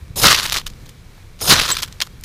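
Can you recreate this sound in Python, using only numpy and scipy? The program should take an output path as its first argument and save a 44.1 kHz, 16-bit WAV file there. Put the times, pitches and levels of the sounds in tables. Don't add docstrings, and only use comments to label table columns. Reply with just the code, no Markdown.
import sys
import numpy as np
from scipy import signal
from scipy.fft import rfft, irfft, next_fast_len
from scipy.io import wavfile
from scipy.ndimage import uniform_filter1d, map_coordinates

SR = 44100
rng = np.random.default_rng(int(sys.argv[2]) if len(sys.argv) > 2 else 0)


def rack_gain(trim_db):
    fader = np.asarray(trim_db, float)
    return 10 ** (fader / 20)


def file_out(sig):
    cols = np.atleast_2d(sig).T
    lim = np.clip(cols, -1, 1)
    pcm = np.round(lim * 32767).astype(np.int16)
    wavfile.write(sys.argv[1], SR, pcm)


N = 98828
T = np.arange(N) / SR


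def unit(x):
    return x / np.sqrt(np.mean(x ** 2) + 1e-20)


def noise():
    return rng.standard_normal(N)


def curve(rows, column=1, outside=-120):
    rows = np.array(rows)
    return np.interp(T, rows[:, 0], rows[:, column], left=outside, right=outside)


def force(tables):
    return np.max([curve(rows) for rows in tables], axis=0)


def wobble(rate):
    knots = rng.standard_normal(int(N * rate / SR) + 4)
    return map_coordinates(knots, [T * rate])


def filtered(x, response):
    m = 2 * next_fast_len(N // 2 + 4096)
    return irfft(rfft(x, m) * response(np.fft.rfftfreq(m, 1 / SR)), m)[:N]


def treble(x, corner_hz):
    return filtered(x, lambda hz: 1 / (1 + (corner_hz / (hz + 1)) ** 6))


def coloured(x, points):
    f, db = np.transpose(points)

    def causal(hz):
        ceps = irfft(np.log(rack_gain(np.interp(np.log(hz + 1), np.log(f), db))))
        half = len(ceps) // 2
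        fold = np.r_[1, np.full(half - 1, 2), 1, np.zeros(half - 1)]
        return np.exp(rfft(ceps * fold))
    return unit(filtered(x, causal))


def resonant(x, peaks):
    def response(f):
        total = 0
        for k, (centre, width, db) in enumerate(peaks):
            damping = 1j * f * width
            total = total + (-1) ** k * rack_gain(db) * damping / (centre ** 2 - f ** 2 + damping)
        return total
    return unit(filtered(x, response))


def grains(rate, spread_db):
    when, size = rng.random((2, N))
    kick = rack_gain(-spread_db * np.clip(np.log(size + 1e-9), -3, 0))
    return unit((when < rate / SR) * kick)


def patchy(x, depth_db):
    z = signal.stft(x, nperseg=256)[2]
    field = uniform_filter1d(rng.standard_normal(z.shape), size=7, axis=0)
    field = uniform_filter1d(field, size=5, axis=1)
    return unit(signal.istft(z * rack_gain(depth_db * unit(field)), nperseg=256)[1][:N])


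# f/Hz, width/Hz, level/dB
HUM = [(2300, 270, 4), (4060, 320, -1)]


def far_hum():
    return rack_gain(-60.5) * resonant(noise(), HUM)


# f/Hz, level/dB per Hz
LEAVES = [(300, 0.5), (450, -5), (1000, -6), (1800, -7.5), (2250, -9), (2800, -14), (4200, -12),
          (15500, -22.5)]


def far_leaves():
    return rack_gain(-52 + wobble(6.0)) * coloured(noise(), [(150, -49.5)] + LEAVES)


# t/s, level/dB
GUSTS = [
    (0, -45),
    (.3, -36),
    (.6, -40.5),
    (1.3, -47.5),
    (1.6, -33.5),
    (1.9, -44.5),
    (2.24, -42.5),
]
# f/Hz, level/dB per Hz
RUMBLE = [(12, -13), (20, 5.5), (108, -3.5), (170, -8.5), (230, -15), (338, -23.5), (500, -21.5),
          (650, -48), (1100, -120)]


def wind():
    rumble = unit(rack_gain(1.5 * wobble(14.5)) * coloured(noise(), [(14, -58)] + RUMBLE))
    return rack_gain(curve(GUSTS, outside=-38) + 4.0) * rumble


# t/s, level/dB
EMBERS = [
    (0, -68),
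    (.58, -58),
    (.64, -54),
    (1.0, -58),
    (1.35, -64),
    (1.8, -39.5),
    (1.86, -52.5),
    (2.24, -60),
]


def embers():
    level = rack_gain(curve(EMBERS, outside=-59) + 1.8 * wobble(40.6))
    return level * coloured(noise() + 1.1 * grains(950, 4), [(40, -55)] + SPARK)


# t/s, peak level/dB, f/Hz (negative = pushed the other way first)
JOLTS = [
    (.029, -27, 70),
    (.1085, -27, -105),
    (1.525, -7, 330),
    (.264, -14, 150),
]


def jolts():
    out = np.zeros(N)
    for s, db, hz in JOLTS:
        turn = np.clip((T - s) * abs(hz) + 1, 0, 2)
        swing = np.sin(2 * np.pi * turn) * np.sin(np.pi * turn / 2) ** 2
        out += 1.4 * rack_gain(db) * np.sign(hz) * swing
    return out


# t/s, level/dB
BITES = [
    (1.424, -12),
    (.1975, -17),
]


def bites():
    out, ring_s, rise_s = np.zeros(N), .03, .002
    for s, db in BITES:
        t = np.clip(T - s, 0, 1)
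        level = rack_gain(db - 60 * t / ring_s + 5 * wobble(900)) * np.minimum(t / rise_s, 1)
        out += level * (np.sin(2 * np.pi * 5140 * t) + np.sin(2 * np.pi * 6760 * t) / 2)
    return out


# t/s, f/Hz, level/dB
WHISTLE = [(1.712, 7650, -45), (1.716, 7700, -19), (1.724, 7680, -13), (1.73, 7800, -20),
           (1.737, 7700, -30), (1.745, 7700, -45)]


def whistle():
    hz = curve(WHISTLE, outside=7700) * (1 + .015 * wobble(900))
    phase = 2 * np.pi * np.cumsum(hz) / SR
    db = uniform_filter1d(curve(WHISTLE, column=2), size=60) + 2 * wobble(900)
    return np.sqrt(2) * rack_gain(db) * (np.sin(phase) + rack_gain(-7) * np.sin(2 * phase))


# t/s, peak level/dB, f/Hz
POPS = [(.328, 1, 4000), (.3449, 0, 3600), (.388, -3, 4200), (.3986, 2, 3800), (.4303, -9, 3600),
        (.4546, -6, 3000), (.498, -3, 4800), (.5074, -14, 4000), (.5229, 2, 4000), (.5285, -5, 4400),
        (.5318, -7, 4800), (.5473, -7, 3000), (.5624, -7, 2000), (.5696, 0, 4400), (.5838, -8, 4000),
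        (.6673, -8, 4200), (1.4822, -1, 5100), (1.6156, 1, 3700), (1.6197, -1, 4600), (1.682, -7, 3700),
        (1.769, -7, 3400), (1.8036, -13, 5100), (1.8254, -4, 5000), (1.8321, -3.5, 4200),
        (2.0039, -9, 4600), (2.0053, -11, 2500), (2.0152, -5, 3500), (2.0184, -6, 4000), (2.0212, 2, 4200),
        (2.2382, -18, 5800),
        (.2187, -5, 4800), (.2225, -4, 5300), (.2427, 0, 1500), (.2808, 0, 2800), (.3145, 0, 3300),
          (.3214, 0, 3300), (.3401, -4, 4600), (.3469, -1, 3000), (.3528, -5, 4500), (.3639, -5, 4200),
          (.3766, -7, 4400), (.3892, -4, 4200), (.4069, -12, 3500), (.4083, -14, 4900), (.4404, -11, 4100),
          (.4439, -11, 3700), (.4579, -9, 2600), (.4602, -7, 3200), (.4638, -9, 4200), (.4649, -10, 4100),
          (.4841, -15, 4900), (.493, -14, 2700), (.5133, -17, 3600), (.5439, -10, 4700), (.5744, -8, 3800),
          (.5755, -8, 4100), (.5863, -13, 3500), (.6761, -16, 4700), (.8929, -28, 5100), (.8939, -28, 7200),
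          (1.406, -20, 3100), (1.4924, -1, 6000), (1.5433, 0, 2800), (1.5644, -1, 3500), (1.5915, -3, 2700),
          (1.5976, 0, 3600), (1.5996, 0, 3600), (1.6027, -3, 3800), (1.6122, -5, 3900), (1.6352, -8, 3600),
          (1.6493, -10, 3000), (1.6735, -14, 5100), (1.6915, -8, 4000), (1.7055, -6, 3800),
          (1.7434, -14, 4800), (1.7459, -15, 3800), (1.7682, -7, 3800), (1.7699, -8, 3400),
          (1.7851, -13, 4400), (1.83, -9, 4700), (1.8834, -29, 3200), (2.0158, -5, 5600),
        (.0813, -37, 3500), (.6157, -22, 2500), (.7017, -25, 5000), (.7363, -30, 3500), (.8678, -30, 5000),
         (1.1802, -38, 1100), (1.229, -39, 2500), (1.3918, -28, 4000), (1.8612, -23, 5000),
         (1.878, -27, 6800), (1.9259, -19, 5500), (1.9283, -26, 5700), (2.0731, -28, 1550),
         (2.2112, -25, 10400)]


def pops():
    scatter_db, scatter_s = -17, .01
    out, t = np.zeros(N + SR), np.arange(SR // 30) / SR
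    for s, db, hz in POPS:
        turn = np.sin(2 * np.pi * hz * t) * (t * hz < 1)
        snap = np.sign(turn) * np.abs(turn) ** 2.2
        ground = rng.standard_normal(len(t)) * rack_gain(-60 * t / scatter_s)
        scatter = np.convolve(snap, ground)[:len(t)] / np.linalg.norm(snap)
        start = round((s - .5 / hz) * SR)
        out[start:][:len(t)] += rack_gain(db) * (snap + rack_gain(scatter_db) * np.roll(scatter, 8))
    return out[:N]


# f/Hz, level/dB per Hz
SPARK = [(250, -10.5), (750, -16), (1050, -3), (2500, -6.5), (3300, 1.5), (6500, -6), (8500, -12),
         (15500, -14)]
# f/Hz, width/Hz, level/dB
BARK = [(1320, 250, -5), (3350, 450, 0), (4300, 500, -3)]


def crackle(bark_share, spread_db):
    blunt_hz, clump_db = 11000, 2.6
    cracks = filtered(grains(3000, spread_db), lambda hz: 1 / (1 + 1j * hz / blunt_hz) ** 2)
    raw = unit(cracks) + .4 * noise()
    raw = raw * rack_gain(clump_db * wobble(250) + wobble(70))
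    raw = coloured(raw, [(40, -112)] + SPARK)
    return patchy(raw + bark_share * resonant(raw, BARK), 1.67)


# t/s, length/s, level/dB, treble level/dB
SIZZLES = [(0.404, 0.0097, -25.5, 5.5), (0.417, .017, -23, 0), (0.426, 0.041, -25, 6.5),
           (0.47, 0.047, -32.5, 3.5), (0.487, 0.0034, -29, 9), (0.512, 0.0089, -27, 1),
           (0.52, 0.0094, -22, 10.5), (0.53, 0.011, -28, 9.5), (0.541, 0.015, -20, 5),
           (0.559, 0.0059, -18.5, 7), (0.566, 0.021, -22.5, 2), (0.588, 0.029, -34.5, 1.5),
           (0.663, 0.0038, -27.5, 10), (0.67, 0.01, -34, 9), (0.691, .015, -44.5, 4),
           (0.856, 0.0075, -47, 7), (0.89, 0.0074, -46, 15), (1.75, 0.058, -32.5, 0),
           (1.751, 0.0014, -20.5, 4), (1.769, 0.003, -19, 3.5), (1.785, 0.0042, -22.5, 7.5),
           (1.801, 0.0046, -29, -2), (1.82, 0.019, -26, 10.5), (1.843, 0.012, -37.5, 7),
           (1.875, 0.0096, -41, 4), (2.0027, 0.0036, -19, -4), (2.0138, 0.0095, -18.5, 2),
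           (2.023, 0.012, -28, 0), (2.033, 0.029, -45.5, 9), (2.066, 0.007, -44.5, 6),
           (2.236, 0.0025, -35, 14)]


def sizzles():
    rise_s, fade_s = .001, .014
    low, high = np.zeros(N), np.zeros(N)
    for s, length, db, treble_db in SIZZLES:
        fade_db = 60 * np.clip(T - s - length, 0, 1) / fade_s
        shape = np.clip((T - s) / rise_s, 0, 1) * rack_gain(db - fade_db)
        low = np.maximum(low, shape)
        high = np.maximum(high, shape * rack_gain(treble_db))
    burn = crackle(.1, 2.5)
    top = treble(burn, 7800)
    return low * (burn - top) + high * top


# t/s, level/dB
SHOWERS = [
    [(.215, -25), (.235, -12.5), (.265, -7), (.289, -9.5), (.311, -8), (.335, -14.5), (.359, -20),
     (.386, -18), (.404, -22.5)],
    [(1.472, -24), (1.49, -19), (1.493, -12), (1.504, -11), (1.513, -4.5), (1.534, -8), (1.546, -12),
     (1.558, -16)],
    [(1.558, -12), (1.565, -9.5), (1.578, -15), (1.586, -16), (1.598, -12.5), (1.608, -23.5), (1.617, -10),
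     (1.626, -25)],
    [(1.626, -19), (1.675, -26), (1.69, -17), (1.706, -16.5), (1.716, -19), (1.75, -34.5)],
]


def showers():
    db = uniform_filter1d(force(SHOWERS), size=90)
    bark_share = .35 * rack_gain(np.minimum(db + 9.5, 0))
    return rack_gain(db) * crackle(bark_share, 3)


# f/Hz, level/dB per Hz
THUMP = [(30, -1), (70, 1), (160, 2), (230, -10), (450, -4), (800, -9), (1300, -40)]


def bark_thump():
    flare_db = uniform_filter1d(force(SHOWERS), size=90)
    thump = coloured(noise(), [(21.0, -46)] + THUMP + [(2500, -103.5)])
    push = rack_gain(1.3 * (flare_db + 8) - 23.5) + rack_gain(force(STROKES) - 4.5)
    return push * thump


# t/s, level/dB
STROKES = [
    [(.157, -39), (.162, -29), (.188, -23), (.196, -25), (.212, -28), (.235, -17.5), (.27, -20.5),
     (.29, -52)],
    [(1.388, -53), (1.409, -39.5), (1.412, -27.5), (1.426, -27), (1.44, -27.5), (1.47, -26.5), (1.505, -18),
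     (1.53, -28.5), (1.56, -33)],
]
# f/Hz, width/Hz, level/dB
STEEL = [(450, 500, -10), (1150, 700, -8), (2600, 1100, -10), (3900, 650, -3), (5140, 260, 1),
         (6500, 600, -3), (9600, 1400, -4), (13600, 2500, -9)]


def scrape():
    slips = grains(4000, 3) + noise()
    rasp = patchy(resonant(slips, STEEL), 3)
    db = uniform_filter1d(force(STROKES), size=90)
    grip_db = -28
    sheen = treble(rasp, 8000)
    rasp = rasp - sheen + sheen * rack_gain(np.minimum(db - grip_db, 0))
    return rack_gain(db + 5 + 1.6 * wobble(150)) * rasp


def scene():
    strokes = scrape() + bark_thump()
    sparks = showers() + sizzles() + pops() + whistle()
    woods = wind() + far_leaves() + embers() + far_hum()
    knocks = bites() + jolts()
    return (strokes + sparks + woods + knocks)[None]


def top_cut(x):
    return signal.sosfilt(signal.butter(12, 16430, fs=SR, output="sos"), x)


def record(dry):
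    top, hardness = .98, 6
    x = filtered(dry[0], lambda hz: 1 / (1 + (hz / 15300) ** 200))
    x = x / (1 + np.abs(x / top) ** hardness) ** (1 / hardness)
    mix = filtered(x, lambda hz: 1 / (1 + (hz / 16050) ** 160))[None]
    return top_cut(mix)


dry = scene()
out = record(dry)
file_out(out)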